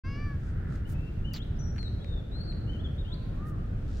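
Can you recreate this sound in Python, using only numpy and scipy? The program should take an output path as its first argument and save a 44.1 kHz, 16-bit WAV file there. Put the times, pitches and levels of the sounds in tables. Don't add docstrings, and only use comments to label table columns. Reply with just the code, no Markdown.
import sys
import numpy as np
from scipy import signal
from scipy.fft import rfft, irfft
from scipy.io import wavfile

SR = 44100
rng = np.random.default_rng(int(sys.argv[2]) if len(sys.argv) > 2 else 0)


def master(y):
    cut = np.clip(np.atleast_2d(y).T, -1, 1)
    pcm = np.round(cut * 32767)
    wavfile.write(sys.argv[1], SR, pcm.astype(np.int16))


N = 176400
T = np.arange(N) / SR
HZ = np.maximum(np.arange(N // 2 + 1) * SR / N, 1)


def meow():
    # time_s, pitch_hz
    melody = [(.04,523.5),(.09,549.7),(.15,560.7),(.215,583.7),(.26,585),(.35,552)]
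    # time_s, level_db, mouth_opening (0 to 1)
    effort = [(.03,-52.5,0.6),(.052,-53.5,0.5),(.1,-55,0.87),(.15,-54,0.96),(.255,-55,0.52),(.315,-57.5,0.1),(.355,-67,0.1),(.378,-79,0.02)]
    # open_hz, closed_hz, width_hz, open_db, closed_db
    throat = [(1106,1130,350,-2,-3),(1760,1500,660,-4,10.5),(2500,2300,560,6.5,-12),(4850,4640,710,-6,-18.5),(5900,5750,730,-19.5,-29)]
    jitter, shimmer_db, rasp_db, buzz_db, wet_db = 0.0037, 1, -27, -30, -14.5
    pitch = in_time(melody)[0] * (1 + jitter * drift(60))
    level_db, mouth = in_time(effort)
    phase = 2 * np.pi * np.cumsum(pitch) / SR
    voice, buzz_top_hz = np.zeros(N), throat[-2][0]
    for k in range(1, 16):
        gain = mouth * from_db(buzz_db) / (1 + (k * pitch / buzz_top_hz) ** 8)
        for open_hz, closed_hz, width_hz, open_db, closed_db in throat:
            centre_hz = closed_hz + mouth * (open_hz - closed_hz)
            peak = from_db(closed_db + mouth * (open_db - closed_db))
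            gain += peak / (1 + (2 * (k * pitch - centre_hz) / width_hz) ** 2) ** 1.4
        level = from_db(level_db + shimmer_db * drift(40))
        voice += np.sqrt(2) * gain * level * np.sin(k * phase)
    voice *= during(effort) * (1 + from_db(rasp_db) * drift(400))
    return panned(voice, pan_db=2) + from_db(wet_db) * yard(voice)


def rubs():
    # start_s, length_s, level_db, centre_hz, width_octaves
    strokes = [(0.282,0.76,-55,1490,0.31),(0.34,0.26,-73,5350,0.55),(0.664,0.16,-67,4730,0.66),(0.853,0.11,-57.5,9900,3.9),(1.753,0.058,-60,1770,0.48),(3.436,0.1,-64,7950,2.1),(3.737,1,-54.5,3940,0.68)]
    catch_db, catch_hz = 0.5, 70
    grit = grains() * from_db(catch_db * drift(catch_hz))
    out = np.zeros((2, N))
    for start_s, length_s, level_db, centre_hz, octaves in strokes:
        swell = np.sin(np.pi * np.clip((T - start_s) / length_s, 0, 1)) ** 2
        out += from_db(level_db) * swell * coloured(grit, hump(centre_hz, octaves))
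    return out


def scuff():
    # time_s, level_db, pitch_hz
    scrape = [(1.332,-61,6940),(1.339,-44.5,4740),(1.372,-46,4110),(1.398,-62,2570)]
    # frequency_hz, level_db
    colour = [(700,-4.5),(3000,-3.5),(7400,-10),(9200,-43),(13500,-14)]
    rasp_width_hz, hiss_db, rasp_db = 450, -3, -1.5
    level_db, pitch = in_time(scrape)
    phase = 2 * np.pi * np.cumsum(pitch) / SR
    rasp = drift(rasp_width_hz) * np.sin(phase) + drift(rasp_width_hz) * np.cos(phase)
    hiss = coloured(grains(), from_db(at_hz(colour)))
    return from_db(level_db) * during(scrape) * (from_db(hiss_db) * hiss + from_db(rasp_db) * rasp)


def ticks():
    # start_s, level_db, ring_hz, crack_db
    snaps = [(1.336,-46,14000,-16),(1.7615,-37,1650,-23),(1.781,-36.5,2000,-30),(1.7866,-38,2040,-31),(1.8295,-38,1480,-8),(2.045,-37,2280,-44),(2.525,-45,2000,-21)]
    decay_s, crack_top_hz = 0.0016, 6500
    out, count = np.zeros((2, N)), 2000
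    for start_s, level_db, ring_hz, crack_db in snaps:
        noise = rng.standard_normal(count) + rng.standard_normal((2, count))
        burst = 1.01 * noise * np.exp(-T[:count] / decay_s)
        ring = signal.iirpeak(ring_hz, Q=1.4, fs=SR)
        body = signal.lfilter(*ring, signal.lfilter(*ring, burst))
        crack = signal.lfilter(*signal.butter(2, crack_top_hz, fs=SR), burst)
        tick = from_db(level_db) * (2 * body + from_db(crack_db) * crack)
        i = int(start_s * SR)
        out[:, i:i + count] += panned(tick, pan_db=2)
    return out


def songbird():
    # start_s, length_s, start_hz, middle_hz, end_hz, level_db
    notes = [(.848,0.037,2810,2990,3100,-58),(0.936,0.16,2570,2680,2750,-59),(1.241,0.096,2820,3025,2680,-50.5),(1.393,0.046,3193,3390,4260,-50.5),
             (1.554,0.031,5180,5200,5350,-67),(1.585,0.13,5960,5777,5680,-55),(1.777,0.11,4346,4160,3770,-47.5),(1.992,0.038,3320,3380,3350,-56.5),(2.019,0.19,3884,3667,3444,-53),
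             (2.312,0.16,3760,4300,4496,-49.5),(2.467,0.06,4130,4278,3865,-47),(2.673,0.1,2830,3100,2830,-51.5),
             (2.788,0.028,2930,3320,3500,-55),(2.837,0.041,3470,3406,3060,-49),(2.977,0.051,3600,3740,3450,-52.5),(3.044,0.092,2700,3256,3410,-56),(3.113,0.037,3500,3910,4800,-49.5)]
    attack_s, release_s, swell_db, flutter_db = 0.008, 0.0054, 2, 2.5
    harmonics_db, wet_db, right_lag_s = [-2.5, -33.5], -3.5, 0.00012
    waver = 1 + 0.0047 * drift(60)
    flutter = from_db(flutter_db * drift(30))
    song = np.zeros(N)
    for start_s, length_s, *arc_hz, level_db in notes:
        on = (T >= start_s) & (T < start_s + length_s)
        t = T[on] - start_s
        arc = np.polyfit([0, .5, 1], arc_hz, 2)
        pitch = np.polyval(arc, t / length_s) * waver[on]
        phase = 2 * np.pi * np.cumsum(pitch) / SR
        edges = np.minimum(t / attack_s, 1) * np.minimum((length_s - t) / release_s, 1)
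        swell = from_db(swell_db * (np.sin(np.pi * t / length_s) - 1.5))
        tone = sum(from_db(level_db + db) * np.sin(k * phase) for k, db in enumerate(harmonics_db, 1))
        song[on] += np.sqrt(2) * tone * edges * swell * flutter[on]
    right_ear = irfft(rfft(song) * np.exp(-2j * np.pi * HZ * right_lag_s), N)
    return panned(np.array([song, right_ear]), pan_db=8) + from_db(wet_db) * yard(song)


def far_call():
    # time_s, second_harmonic_hz, level_db
    cry = [(3.1,997,-65.5),(3.35,1085,-68),(3.46,1242,-49),(3.515,1206,-57),(3.56,1046,-63)]
    waver, third_db = 0.014, -16.5
    second_hz, level_db = in_time(cry)
    pitch = second_hz / 2 * (1 + waver * drift(100))
    phase = 2 * np.pi * np.cumsum(pitch) / SR
    tone = np.sin(2 * phase) + from_db(third_db) * np.sin(3 * phase)
    call = np.sqrt(2) * tone * from_db(level_db) * during(cry)
    return call + yard(call)


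def traffic():
    # time_s, level_db
    swell = [(1.5,-84),(2.0,-54.5),(4.0,-58)]
    return from_db(in_time(swell)[0]) * outdoor_noise(hump(centre_hz=423, octaves=0.46))


def air():
    # frequency_hz, level_db
    rumble_colour = [(12,-40.5),(20,0.5),(101,-1.5),(174,-10),(245,-16.5),(615,-31),(1100,-43),(1340,-35),(1900,-41.5),(2400,-65.5),(4000,-67)]
    # frequency_hz, level_db
    hiss_colour = [(2000,8),(6000,-11.5),(11000,-19),(15000,-18)]
    rumble_db, hiss_db = -32, -66
    rumble_band = (HZ > 15) / (1 + (HZ / rumble_colour[-1][0]) ** 8)
    hiss_band = 1 / (1 + (hiss_colour[0][0] / HZ) ** 8)
    rumble = outdoor_noise(from_db(at_hz(rumble_colour)) * rumble_band)
    hiss = outdoor_noise(from_db(at_hz(hiss_colour)) * hiss_band)
    return from_db(rumble_db) * rumble + from_db(hiss_db) * hiss


def outdoor_noise(gain):
    # frequency_hz, correlation (-1 to 1)
    likeness = [(230,.98),(500,0.059),(1400,0.2),(2500,-0.09)]
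    sway_db = 1.0
    alike = at_hz(likeness)
    mid, side = rfft(rng.standard_normal((2, N)))
    ears = np.sqrt(1 + alike) * mid + np.sqrt(1 - alike) * side * [[1], [-1]]
    return rms_one(irfft(ears * gain, N)) * from_db(sway_db * drift(5.2))


def yard(x):
    t60_s, predelay_s = 0.88, 0.0037
    t = T[:SR]
    tail = rng.standard_normal((2, SR)) * from_db(-60 * t / t60_s) * (t > predelay_s)
    return signal.fftconvolve(x[None], rms_one(tail) / np.sqrt(SR), axes=1)[:, :N]


def grains():
    grains_per_s, spread_db = 4400, 3.5
    hits = rng.random(N) < grains_per_s / SR
    sizes = from_db(spread_db * np.minimum(rng.exponential(1, N), 4)) * rng.choice([-1, 1], N)
    return hits * sizes * (1 + 1.36 * rng.standard_normal((2, N)))


def from_db(db):
    return 10 ** (np.asarray(db) / 20)


def rms_one(x):
    return x / np.sqrt(np.mean(x ** 2) + 1e-20)


def in_time(rows):
    times, *columns = np.transpose(rows)
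    return [np.interp(T, times, column) for column in columns]


def during(rows):
    return (T > rows[0][0]) & (T < rows[-1][0])


def at_hz(points):
    hz, value = np.transpose(points)
    return np.interp(np.log(HZ), np.log(hz), value)


def hump(centre_hz, octaves):
    return np.exp(-.5 * (np.log2(HZ / centre_hz) / octaves) ** 2)


def coloured(x, gain):
    return rms_one(irfft(rfft(x) * gain, N))


def drift(rate_hz):
    return coloured(rng.standard_normal(N), 1 / (1 + (HZ / rate_hz) ** 2))


def panned(x, pan_db):
    return x * from_db(np.array([[.5], [-.5]]) * pan_db)


def scene():
    return meow() + rubs() + scuff() + ticks() + songbird() + far_call() + traffic() + air()


def record(dry):
    start_s, fade_s, cutoff_hz = 0.036, 0.018, 16500
    fade_in = np.clip((T - start_s) / fade_s, 0, 1)
    lowpass = signal.cheby2(16, 70, cutoff_hz, fs=SR, output="sos")
    return signal.sosfilt(lowpass, dry * fade_in)


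dry = scene()
out = record(dry)
master(out)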